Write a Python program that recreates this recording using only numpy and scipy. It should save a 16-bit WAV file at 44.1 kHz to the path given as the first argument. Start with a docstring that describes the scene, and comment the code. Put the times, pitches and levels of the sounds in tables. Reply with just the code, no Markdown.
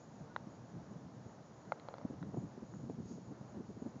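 """A breezy putting green, heard from a microphone lying in the grass. The putter clicks, and after a pause
the ball drops into the plastic cup and bounces to rest with hollow thuds and hard ticks. The putter then
nudges a second ball and brushes the turf. Wind buffets the microphone, harder in the second half, over
distant outdoor noise, one faint chirp and a faint hiss."""
import sys
import numpy as np
from scipy import signal
from scipy.fft import rfft, irfft
from scipy.io import wavfile
from scipy.ndimage import uniform_filter1d

SR = 44100
rng = np.random.default_rng(int(sys.argv[2]) if len(sys.argv) > 2 else 0)


def master(y):
    """Save y as 16-bit WAV."""
    cut = np.clip(np.atleast_2d(y).T, -1, 1)
    pcm = np.round(cut * 32767)  # scale
    wavfile.write(sys.argv[1], SR, pcm.astype(np.int16))


N = 176400  # 4 s


def undb(db):
    """Decibels to gain."""
    return 10 ** (np.asarray(db) / 20)


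def curve_db(spectrum, hz):
    """The level of a spectrum at hz, interpolated on a log-frequency axis."""
    knots_hz, levels_db = np.array(spectrum).T
    return np.interp(np.log(np.maximum(hz, 1)), np.log(knots_hz), levels_db)


def noise(spectrum, size=N):
    """Noise of rms 1 with the given spectrum."""
    gain = undb(curve_db(spectrum, np.fft.rfftfreq(size, 1 / SR)))
    shaped = irfft(rfft(rng.standard_normal(size)) * gain, size)
    return shaped / shaped.std()


def waver(rate_hz):
    """A smooth random wavering with a spread of 1."""
    hold = int(SR / rate_hz)
    steps = np.repeat(rng.standard_normal(1024)[:N // hold + 1], hold)
    smooth = uniform_filter1d(uniform_filter1d(steps, hold), hold)[:N]
    return smooth / smooth.std()


def bell(t, length):
    """A swell around t = 0, as wide as length at half height."""
    return .5 ** ((2 * t / length) ** 2)


def click(spectrum, tilt_db=0, size=4096):
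    """A click of peak 1 with the given spectrum, tilted by tilt_db per octave."""
    hz = np.fft.rfftfreq(size, 1 / SR)
    octaves = np.log2(np.maximum(hz, 100) / 1000)
    cepstrum = irfft(np.log(undb(curve_db(spectrum, hz) + tilt_db * octaves)))
    cepstrum[1:size // 2] *= 2  # minimum phase: the energy comes at the start
    cepstrum[size // 2 + 1:] = 0
    pulse = irfft(np.exp(rfft(cepstrum)))
    return pulse / abs(pulse).max()


def ring(modes, pitch=1, size=4096, contact_s=0.00029):
    """Struck modes that build up during the contact and die away."""
    t = np.arange(size) / SR
    rise = 1 - np.exp(-(t / contact_s) ** 2)
    return rise * sum(undb(db) * np.sin(2 * np.pi * hz * pitch * t) * np.exp(-np.log(1000) * t / t60)
                      for hz, db, t60 in modes)


def add(out, at, sound):
    """Mix a sound in, starting at a time in seconds."""
    start = max(int(at * SR), 0)
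    out[start:start + len(sound)] += sound[:max(N - start, 0)]


def wind(eddy_size=8192, flutter_db=1.5):
    """Wind right on the microphone: a fluttering rumble, single eddies and a few sharp pops."""
    # steady push of the wind (time [s], level [dB])
    push = [(0, -58.5), (.45, -55), (.85, -55), (1.199, -56.5), (1.65, -61), (1.999, -56.5), (2.35, -47.5),
            (2.549, -55), (3.001, -48), (3.25, -53.5), (3.601, -54.5), (4, -56)]
    # spectrum of the rumble (frequency [Hz], level [dB])
    rumble = [(25, -35.5), (50, -19.5), (80, -8), (125, 0.5), (190, -1), (300, -9), (450, -18.5),
              (900, -26.5), (2500, -68)]
    # eddies hitting the microphone (time [s], level [dB], centre frequency [Hz], length [s])
    buffets = [(.217, -45.5, 162, 0.012), (.474, -45.5, 203, 0.015), (.764, -44.5, 172, .04),
               (.924, -48, 203, 0.024), (.965, -43.5, 184, 0.012), (1.049, -52, 185, 0.034),
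               (1.265, -46.5, 218, 0.014), (1.518, -52, 185, .014), (2.054, -33.5, 225, 0.0094),
               (2.106, -39.5, 258, 0.008), (2.139, -48.5, 286, 0.016), (2.227, -43, 190, 0.023),
               (2.28, -43.5, 207, 0.028), (2.346, -43.5, 304, 0.012), (2.378, -36.5, 214.4, 0.016),
               (2.44, -43, 177, 0.04), (2.579, -48, 248, 0.017), (2.63, -45.5, 219, 0.016),
               (2.758, -47, 199, 0.028), (2.842, -43.5, 239, 0.011), (2.878, -45, 220, 0.014),
               (2.904, -41.5, 289, 0.01), (2.995, -42.5, 231, 0.023), (3.056, -44.5, 171, .014),
               (3.118, -44, 230, 0.023), (3.18, -46, 290.6, 0.011), (3.321, -45, 291, 0.017),
               (3.414, -46.5, 214, 0.011), (3.572, -44.5, 200, 0.044), (3.606, -42, 240, 0.013),
               (3.702, -44, 194, 0.019), (3.771, -44.5, 236, 0.013), (3.825, -39.5, 254, 0.0093),
               (3.866, -40.5, 236, 0.025), (3.965, -45.5, 247, 0.017)]
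    # sharp pops of wind (time [s], level [dB])
    pops = [(2.3443, -34.5), (2.3715, -40.5), (2.5763, -45), (2.8982, -33.5), (3.864, -40)]
    # spectrum of a pop (frequency [Hz], level [dB])
    pop = [(80, -22.5), (250, 12.5), (550, 5.5), (900, -3.5), (1400, -27), (2200, -31), (6000, -51.5)]
    push_db = np.interp(np.arange(N) / SR, *np.array(push).T)
    out = noise(rumble) * undb(push_db + flutter_db * waver(rate_hz=27.9))
    t = (np.arange(eddy_size) - eddy_size // 2) / SR
    for at, db, hz, length in buffets:
        add(out, at + t[0], undb(db) * eddy(t, hz, length))
    for at, db in pops:
        add(out, at, undb(db) * click(pop))
    return out


def surroundings(level_db=-61.5, waver_db=1.4):
    """Far-off outdoor noise, slowly wavering."""
    # spectrum of the distant noise (frequency [Hz], level [dB])
    distant = [(40, -23), (130, -2), (300, 0.5), (600, 2), (950, -2.5), (1300, -8), (1800, -14),
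               (2500, -25.5), (4000, -38), (8000, -51.5)]
    return noise(distant) * undb(level_db + waver_db * waver(rate_hz=5))


def eddy(t, hz, length, sag_octaves=0.2536, rough_db=-1):
    """A few pressure swings that slow as the eddy passes the microphone, roughened by turbulence."""
    # turbulence within an eddy (frequency [multiple of the centre], level [dB])
    turbulence = [(.15, -31.5), (.35, -10), (.65, 0.5), (1, -3.5), (1.5, -0.5), (2.3, -16), (4.5, -30.5),
                  (10, -60.5)]
    swell = bell(t, length)
    glide_hz = hz * 2 ** (-sag_octaves * np.tanh(t / length))
    swing = np.sqrt(2) * np.sin(2 * np.pi * (np.cumsum(glide_hz) / SR + rng.random()))
    rough = noise([(ratio * hz, db) for ratio, db in turbulence], size=len(t))
    pressure = swell * (swing + undb(rough_db) * rough)
    return pressure * np.sqrt(np.sum(swell ** 2) / np.sum(pressure ** 2))


def chirp(at_s=.314, length_s=0.032, peak_hz=1474, level_db=-63):
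    """One faint chirp whose pitch arches up and back with its level."""
    swell = bell(np.arange(N) / SR - at_s, length_s)
    hz = peak_hz * (1 - .04 * (1 - swell))
    return undb(level_db) * swell * np.sin(2 * np.pi * np.cumsum(hz) / SR)


def putter(echo_s=0.002104, echo_db=-9):
    """Dry clicks of the putter's face on the ball, each with one close reflection."""
    # strokes and nudges (time [s], level [dB], brightness [dB per octave])
    putts = [(.3627, -23, 0), (2.2281, -39, 0.5), (2.7385, -44, -7)]
    # click of the face (frequency [Hz], level [dB])
    face = [(150, -28), (500, -6.5), (750, 0), (1000, 3), (1450, 0.5), (1950, -6), (2400, -24.5),
            (3200, -22), (3850, -14.5), (4400, -28), (4900, -41), (5800, -32), (8000, -58)]
    out = np.zeros(N)
    for at, db, tilt in putts:
        tock = undb(db) * click(face, tilt)
        add(out, at, tock)
        add(out, at + echo_s, undb(echo_db) * tock)
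    return out


def cup():
    """The ball drops into the plastic cup and bounces to rest: a hollow thud and a hard tick each time."""
    # ball hits (time [s], thud level [dB], brightness [dB per octave], tick level [dB], tick pitch [Hz])
    bounces = [(1.721, -23, -1.5, -44.5, 4170), (1.798, -49, 13, -53, 4050), (1.8861, -35, -6, -47.5, 4120),
               (1.9402, -36.5, -5.5, -50.5, 4180), (1.9829, -42, -4.5, -53.5, 4440),
               (2.0137, -44.5, -5.5, -66, 4400)]
    # thud of the cup (frequency [Hz], level [dB])
    cup_spectrum = [(150, -36), (380, -15), (540, 5), (800, 0), (1100, -2), (1380, 2.5), (1780, -24),
                    (2080, -6), (2700, -27), (4300, -33.5), (5500, -59), (8000, -69.5)]
    # ring of the cup (frequency [Hz], level [dB], 60 dB decay time [s])
    cup_modes = [(540, -15, 0.018), (765, -27, 0.025), (870, -13, .03), (1380, -30, .025),
                 (2120, -48, 0.01)]
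    # tick of the hard ball (frequency [multiple of its pitch], level [dB], 60 dB decay time [s])
    tick_modes = [(.82, -6, 0.011), (1, 0, 0.0082)]
    out = np.zeros(N)
    for at, thud_db, tilt, tick_db, tick_hz in bounces:
        thud = click(cup_spectrum, tilt) + ring(cup_modes)
        tick = ring(tick_modes, tick_hz)
        add(out, at, undb(thud_db) * thud + undb(tick_db) * tick)
    return out


def turf_brush(at_s=3.11, length_s=0.11, level_db=-67.5):
    """The putter's sole brushes the grass in one short, high swish."""
    # spectrum of the swish (frequency [Hz], level [dB])
    swish = [(1500, -29), (3500, -15), (4800, -2), (6000, -3.5), (6700, 9.5), (7200, -10), (7900, -28)]
    return undb(level_db) * noise(swish) * bell(np.arange(N) / SR - at_s, length_s)


def scene():
    """Everything as it reaches the microphone in the grass, in mono."""
    golf = putter() + cup() + turf_brush()
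    return (golf + wind() + surroundings() + chirp())[None]


def record(dry, hiss_db=-73, band_db=-83, band_waver_db=4.5, low_cut_hz=60, high_cut_hz=8400):
    """A faint steady hiss, with a narrow flickering band near 6.8 kHz; deep bass and treble are cut."""
    # steady hiss (frequency [Hz], level [dB])
    hiss_spectrum = [(500, 1), (2500, -4), (3300, -4.5), (4100, -2.5), (5000, -3), (6000, -1.5), (6800, -2),
                     (7200, -8.5), (7800, -27.5), (8400, -31.5)]
    # narrow band of noise near 6.8 kHz (frequency [Hz], level [dB])
    band_spectrum = [(5800, -40), (6500, -7), (6800, 0), (7050, -6), (7600, -41.5)]
    hiss = undb(hiss_db) * noise(hiss_spectrum)
    band = undb(band_db + band_waver_db * waver(rate_hz=22.16)) * noise(band_spectrum)
    low_cut = signal.butter(2, low_cut_hz, "high", fs=SR, output="sos")
    high_cut = signal.ellip(8, .2, 70, high_cut_hz, fs=SR, output="sos")
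    thinned = signal.sosfilt(low_cut, dry + hiss + band)
    return signal.sosfilt(high_cut, thinned)


dry = scene()
out = record(dry)
master(out)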